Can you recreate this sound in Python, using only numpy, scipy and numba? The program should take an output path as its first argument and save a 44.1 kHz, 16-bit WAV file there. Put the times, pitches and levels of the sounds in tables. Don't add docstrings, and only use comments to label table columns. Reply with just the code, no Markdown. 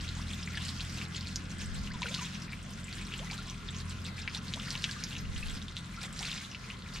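import sys
import numpy as np
from scipy import signal
from scipy.fft import rfft, irfft, next_fast_len
from scipy.io import wavfile
from scipy.ndimage import uniform_filter1d, map_coordinates
from numba import njit

SR = 44100
rng = np.random.default_rng(int(sys.argv[2]) if len(sys.argv) > 2 else 0)


def transcribe(signal):
    frames = np.atleast_2d(signal).T
    limited = np.clip(frames, -1, 1)
    pcm = np.round(limited * 32767).astype(np.int16)
    wavfile.write(sys.argv[1], SR, pcm)


N = 308700
OPPOSITE = np.array([[1], [-1]])


def undb(db):
    return 10 ** (np.asarray(db) / 20)


def level(x, db):
    return x * undb(db) / np.sqrt(np.mean(x ** 2))


def curve(table):
    s, *columns = np.transpose(table)
    return [np.interp(np.arange(N) / SR, s, column) for column in columns]


def at_hz(table, hz):
    points_hz, values = np.transpose(table)
    return np.interp(np.log(hz), np.log(points_hz), values)


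def band(hz, width):
    size = next_fast_len(N)
    bins = np.zeros(size // 2 + 1, complex)
    lowest = max(1, int((hz - 3 * width) * size / SR))
    highest = min(size // 2, int((hz + 3 * width) * size / SR))
    k = np.arange(lowest, highest)
    bell = np.exp(-((k * SR / size - hz) / width) ** 2)
    bins[k] = bell * (rng.standard_normal((len(k), 2)) @ [1, 1j])
    return level(irfft(bins, size)[:N], 0)


def walk(rate):
    k = int(SR / rate)
    joined = np.interp(np.arange(N) / k, np.arange(N // k + 2), rng.standard_normal(N // k + 2))
    return 1.4 * uniform_filter1d(joined, k)


def humps(s, db, length, rise, base_db):
    late = np.arange(0, N + 64, 64)[:, None] / SR - s
    side_length = np.where(late < 0, rise, 1 - rise) * length
    shape = np.exp(-(late / side_length) ** 2)
    power = np.interp(np.arange(N) / 64, np.arange(len(late)), shape @ undb(db) ** 2)
    return 10 * np.log10(power + undb(base_db) ** 2)


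@njit
def ring(length, start, hz, rise, t60, size, onset, shape):
    out = np.zeros(length)
    for k in range(len(start)):
        first = int(start[k] * SR)
        last = min(length, first + int(.9 * t60[k] * SR))
        phase = 0.
        step = 2 * np.pi * hz[k] / SR
        climb = 2 ** (rise[k] / SR)
        for i in range(first, last):
            fade = 1000 ** -((i - first) / (t60[k] * SR)) ** shape
            swell = np.sin(np.pi / 2 * min(phase / onset, 1.)) ** 2
            out[i] += size[k] * fade * swell * np.sin(phase)
            phase += step
            step = min(step * climb, 2.5)
    return out


def pit(x, db):
    t60_s, gap_s = 0.065, 0.0016
    t = np.arange(int(.2 * SR)) / SR
    arrive = rng.random(len(t)) < t / .03
    fade = 1000 ** (-t / t60_s) / np.sqrt(t + 0.00013)
    echoes = rng.standard_normal(len(t)) * fade * (t > gap_s) * arrive
    echoes = echoes * undb(db) / np.sqrt(np.sum(echoes ** 2))
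    return x + signal.oaconvolve(x, echoes)[:N]


def spill():
    # (time of fullest flow [s], level [dB], length [s])
    pours = [(0.19, -50, 0.65), (0.642, -44, 0.26), (0.9, -50, 0.15), (1.269, -52, 0.3), (2.097, -44.5, .3),
             (3.125, -52, 0.81), (4.79, -46.5, 0.59), (5.476, -48.5, 0.19), (6.26, -42, .19)]
    # (time of fullest flow [s], level [dB])
    slops = [(.98, -48), (1.029, -45), (1.17, -47), (1.518, -47.5), (1.63, -46), (1.775, -49), (1.872, -46),
             (2.36, -50), (2.54, -52), (2.94, -46), (3.34, -45), (3.49, -49), (3.8, -47.5), (3.91, -48),
             (4.08, -48), (4.191, -48), (4.37, -45), (5.13, -47), (5.788, -49), (6.041, -44), (6.965, -46)]
    trickle_db, slop_s = -55, 0.042
    pour_rise, slop_rise = .4, 0.6
    steady_db = humps(*np.transpose(pours), pour_rise, trickle_db)
    s, db = np.transpose(slops)
    return humps(s, db, slop_s, slop_rise, steady_db)


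def spray(spill_db, count=13000):
    # (pitch [Hz], relative level [dB])
    colour = [(500, -26), (1200, -16), (2500, 1), (4500, 4.5), (6800, 1.5), (7700, 4.5), (10000, -14),
              (14000, -12)]
    when, pitch, size, length = rng.random((count, 4)).T
    crowd_db = .4 * (spill_db - spill_db.mean())
    crowd = np.cumsum(undb(2 * crowd_db))
    s = np.interp(when, crowd / crowd[-1], np.arange(N) / SR)
    sample = (s * SR).astype(int)
    hz = 500 * 28 ** pitch
    flurry_db = spill_db - crowd_db + 1.9 * walk(35.0)
    scatter_db = np.clip(2.9 - .15 * crowd_db[sample], 2.2, 3.4)
    size_db = scatter_db * (np.minimum(-np.log(1 - size), 4.0) - 1)
    db = flurry_db[sample] + at_hz(colour, hz) + size_db + 7.5
    rise = 60 * length
    t60 = (2.7 + 16 * length ** 6) / hz
    rows = np.array([s, hz, rise, t60, undb(db)])
    ahead, aside = (pit(ring(N, *half.copy(), 2 * np.pi * 1.27, 1.78), -1.5)
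                    for half in np.split(rows, 2, axis=1))
    return ahead + np.array([np.roll(aside, 1), aside])


def bed(spill_db, roar_db):
    # (frequency [Hz], relative level per Hz [dB])
    spectrum = [(24, -32), (40, 6.5), (69, -4), (192, 1.5), (342, -14.5), (817, -23.5), (1050, -22),
                (1350, -13), (1820, -16), (2060, -18), (3840, -20), (7710, -27.5), (12700, -42.5),
                (15500, -70)]
    # (frequency [Hz], correlation [0-1])
    likeness = [(40, 0.98), (80, 0.99), (150, 0.92), (400, 0.79), (1200, 0.092), (3000, 0.55), (8000, 0.13),
                (13000, 0.033)]
    # (centre [Hz], width [Hz], level [dB])
    hollows = [(1044, 100, -66.5), (1404, 83, -66), (2044, 60, -67)]
    bands_db = -44
    out = 0
    fizz_db = .75 * (spill_db - spill_db.mean()) + 2.0 * walk(30.0)
    rumble_db = 0.37 * (roar_db - roar_db.mean())
    for hz in 40 * 2 ** np.arange(0, 8.7, 1 / 3):
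        like = at_hz(likeness, hz)
        shared = np.sqrt(1 + like) * band(hz, hz / 6)
        apart = np.sqrt(1 - like) * band(hz, hz / 6) * OPPOSITE
        treble = np.clip(np.log2(hz / 900) / 2.84, 0, 1)
        bass = np.clip(np.log2(900 / hz), 0, 1)
        band_db = at_hz(spectrum, hz) + 10 * np.log10(hz)
        out = out + (shared + apart) * undb(band_db + 1.91 * walk(9.0) + treble * fizz_db + bass * rumble_db)
    hollow = sum(undb(db + 3.0 * walk(25.02)) * band(hz, width) for hz, width, db in hollows)
    return level(out, bands_db) + hollow


def low_multiples(roar_db):
    # (multiple of the firing rate, level against the roar [dB])
    lower = [(1, -25), (2, -2), (3, -1.5)]
    # (time of the top [s], multiple, level [dB], length [s])
    swells = [(0.182, 1, -46, 0.25), (0.198, 2, -43.5, 1), (1.645, 2, -46.5, 0.24), (3.203, 1, -49.5, 0.92),
              (3.808, 2, -41, 0.35), (5.27, 2, -51, 0.73)]
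    rise_share = 0.23
    s, multiple, db, length = np.transpose(swells)
    levels = []
    for k, relative_db in lower:
        own = multiple == k
        levels.append(humps(s[own], db[own], length[own], rise_share, roar_db + relative_db))
    return levels


def engine(hz, low_db, roar_db):
    # (multiple of the firing rate, level against the roar [dB])
    upper = [(4, -4), (5, -10.5)]
    phase = 2 * np.pi * np.cumsum(hz * (1 + 0.0022 * walk(6.07))) / SR
    multiples = list(enumerate(low_db, 1)) + [(k, roar_db + db) for k, db in upper]
    out = 0
    for k, db in multiples:
        sway = 0.3 / k * walk(3.0) * OPPOSITE
        tone = np.cos(k * phase + .5 * walk(4.36) + sway)
        out = out + np.sqrt(2) * undb(db + 1.24 * walk(3.78)) * tone
    return out


def hum(hz, roar_db):
    # (highest pitch before the phase wavers [Hz], middle level [dB])
    hum_line = (197, -55)
    top_hz, middle_db = hum_line
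    phase = 2 * np.pi * np.cumsum(top_hz * hz / hz.max()) / SR + 1.72 * walk(9.0)
    db = middle_db + 0.28 * (roar_db - roar_db.mean()) + 1.7 * walk(4.4)
    return np.sqrt(2) * undb(db) * np.cos(phase)


def wind():
    # (time of the top [s], level of each of two noises [dB], length [s])
    gusts = [(1.745, -43.5, 0.25), (5.35, -40.5, 0.26)]
    breeze_db, rise_share = -72, 0.39
    db = humps(*np.transpose(gusts), rise_share, breeze_db + 2.5 * walk(2.9))
    return undb(db) * (band(35.0, 42) + band(21, 25) * OPPOSITE)


def drops(count=3):
    # (time [s], level before a 3.5 dB lift [dB], first pitch [Hz])
    drop_table = [(0.0891, -25, 3980), (0.2159, -33, 5320), (0.427, -32, 3190), (0.4744, -28, 2110),
                  (0.545, -36, 1800), (0.573, -24.5, 3060), (0.61, -33, 3440), (0.658, -33, 4360),
                  (0.6826, -25, 4530), (0.69, -22, 4260), (0.806, -23, 3900), (1.014, -26.5, 2400),
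                  (1.209, -27, 4440), (1.271, -27, 4200), (1.3585, -11.5, 5800), (1.8726, -33, 2670),
                  (2.0196, -21.5, 3530), (2.03, -21, 2330), (2.066, -27, 2680), (2.0834, -29, 2220),
                  (2.142, -19, 3380), (2.1467, -17.5, 4380), (2.42, -32, 5000), (2.5315, -28, 2240),
                  (2.881, -36, 2390), (2.9273, -28.5, 4280), (3.138, -22.5, 2740), (3.1918, -30, 3070),
                  (3.3004, -32, 2280), (3.312, -25, 4480), (3.3306, -31, 3030), (3.3786, -29.5, 3900),
                  (3.745, -35.5, 3020), (3.802, -31, 4560), (3.9085, -36, 4030), (4.049, -34, 3380),
                  (4.065, -30, 4600), (4.1805, -33, 2270), (4.2764, -18, 2240), (4.3477, -18.5, 3830),
                  (4.374, -29, 5440), (4.5372, -16.5, 3460), (4.5978, -27, 3050), (4.7049, -17, 4900),
                  (4.753, -22, 2810), (4.776, -28, 4340), (4.822, -29, 4700), (4.841, -8.5, 3150),
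                  (4.892, -32, 2880), (4.9118, -22, 4450), (5.038, -14, 5540), (5.129, -30, 3030),
                  (5.152, -31, 2773), (5.182, -33, 6160), (5.362, -32, 2930), (5.484, -33, 3500),
                  (5.617, -32.5, 3500), (5.682, -30, 3350), (5.767, -21.5, 3520), (6.015, -31, 5100),
                  (6.0494, -38, 1930), (6.1913, -20, 4900), (6.228, -26, 3200), (6.248, -29.5, 2320),
                  (6.253, -23.5, 4230), (6.2957, -31, 2460), (6.3153, -23, 3460), (6.4486, -34, 3570),
                  (6.547, -27.5, 2630), (6.7009, -28.5, 2520)]
    s, db, hz = np.transpose(drop_table)
    out = 0
    for k in range(count):
        at, pitch, place_db = s[k::count] + .0005, hz[k::count], db[k::count]
        gain = undb(place_db + 3.5)
        steady = 0 * at
        plink_t60 = 10.0 * 2 ** (-(place_db + 28.5) / 24) / pitch
        plink = ring(N, at, pitch, 60 + steady, plink_t60, gain, 2 * np.pi * 1.9, 1.596)
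        slap_hz = np.minimum(1.8 * pitch, 7600)
        slap = ring(N, at, slap_hz, steady, 4.0 / pitch, gain * undb(-12.0), 2 * np.pi * 1.1, 1.45)
        out = out + pit(plink + slap, -2.3)
    return out


def bubbles():
    # (time [s], level before wavering [dB], first pitch [Hz], rise [octaves/s], t60 [s])
    bubble_table = [(.193, -45.5, 850, 62, 0.041), (0.573, -35.5, 1780, -13, 0.02),
                    (1.903, -40, 1404, 33, 0.041), (1.94, -44, 1026, -5.5, 0.05),
                    (2.018, -36.5, 976, 1, 0.021), (2.044, -43, 624, -32, 0.027),
                    (2.057, -49.5, 453, 3.5, 0.14), (2.098, -49.5, 497, 19, 0.07),
                    (2.058, -32, 1420, 2, 0.017), (2.187, -45.5, 1225, -10, 0.045),
                    (2.209, -46, 1005, -0.5, 0.063), (3.197, -51, 483, 17, 0.12),
                    (3.232, -44, 930, 1, 0.016), (3.269, -40, 2040, 5, 0.017),
                    (3.299, -35.5, 2390, -1, 0.029), (3.314, -44, 698, 40.5, 0.072),
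                    (3.387, -46.5, 1354, 5, 0.052), (4.346, -52.5, 595, 28, 0.096),
                    (4.557, -47, 584, 12, 0.04), (4.572, -45.5, 828, 56.5, 0.04),
                    (4.593, -46, 1250, 45, 0.03), (4.67, -45, 1440, 37, 0.053),
                    (4.683, -45.5, 1200, 56, 0.033), (4.748, -52, 793, 37.5, 0.05),
                    (4.891, -41.5, 1637, 2, 0.03), (4.964, -44, 1265, -5, 0.025),
                    (5.428, -35, 2580, 4, .022), (5.974, -45.5, 1354, 1, 0.057),
                    (6.206, -43, 712, 27.5, 0.071)]
    s, db, hz, rise, t60 = np.transpose(bubble_table)
    pure = ring(N, s, hz, rise, t60, undb(db), 2 * np.pi * .6, 2.5)
    wobble_s = 1.2e-4 * walk(90.0)
    bent = map_coordinates(pure, [np.arange(N) + SR * wobble_s], mode="nearest")
    return pit(undb(2.4 * walk(140.0)) * bent, -9.5)


def scene():
    # (time [s], firing rate [Hz], roar level [dB])
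    engine_course = [(0.0, 41.11, -47), (1.12, 42.77, -48), (2.5, 43.31, -49), (5.35, 43, -50.5),
                     (6.5, 42.09, -55), (7.0, 41.1, -53)]
    spill_db = spill()
    hz, roar_db = curve(engine_course)
    water = drops() + bubbles() + spray(spill_db)
    far = engine(hz, low_multiples(roar_db), roar_db) + hum(hz, roar_db)
    return water + bed(spill_db, roar_db) + far + wind()


def record(dry):
    # (frequency [Hz], left minus right [dB])
    balance = [(60, -0.5), (600, 2), (1200, 4), (2500, 2), (5000, -1.5), (12000, -3)]
    left_lag_s, top_hz = 1.0e-5, 15600
    size = next_fast_len(N)
    hz = np.arange(1, size // 2 + 2) * SR / size
    left = undb(at_hz(balance, hz) / 2) * np.exp(-1j * np.pi * hz * left_lag_s)
    wet = irfft(rfft(dry, size) * np.array([left, 1 / left]), size)[:, :N]
    return signal.sosfilt(signal.ellip(10, .2, 70, top_hz, fs=SR, output="sos"), wet)


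dry = scene()
out = record(dry)
transcribe(out)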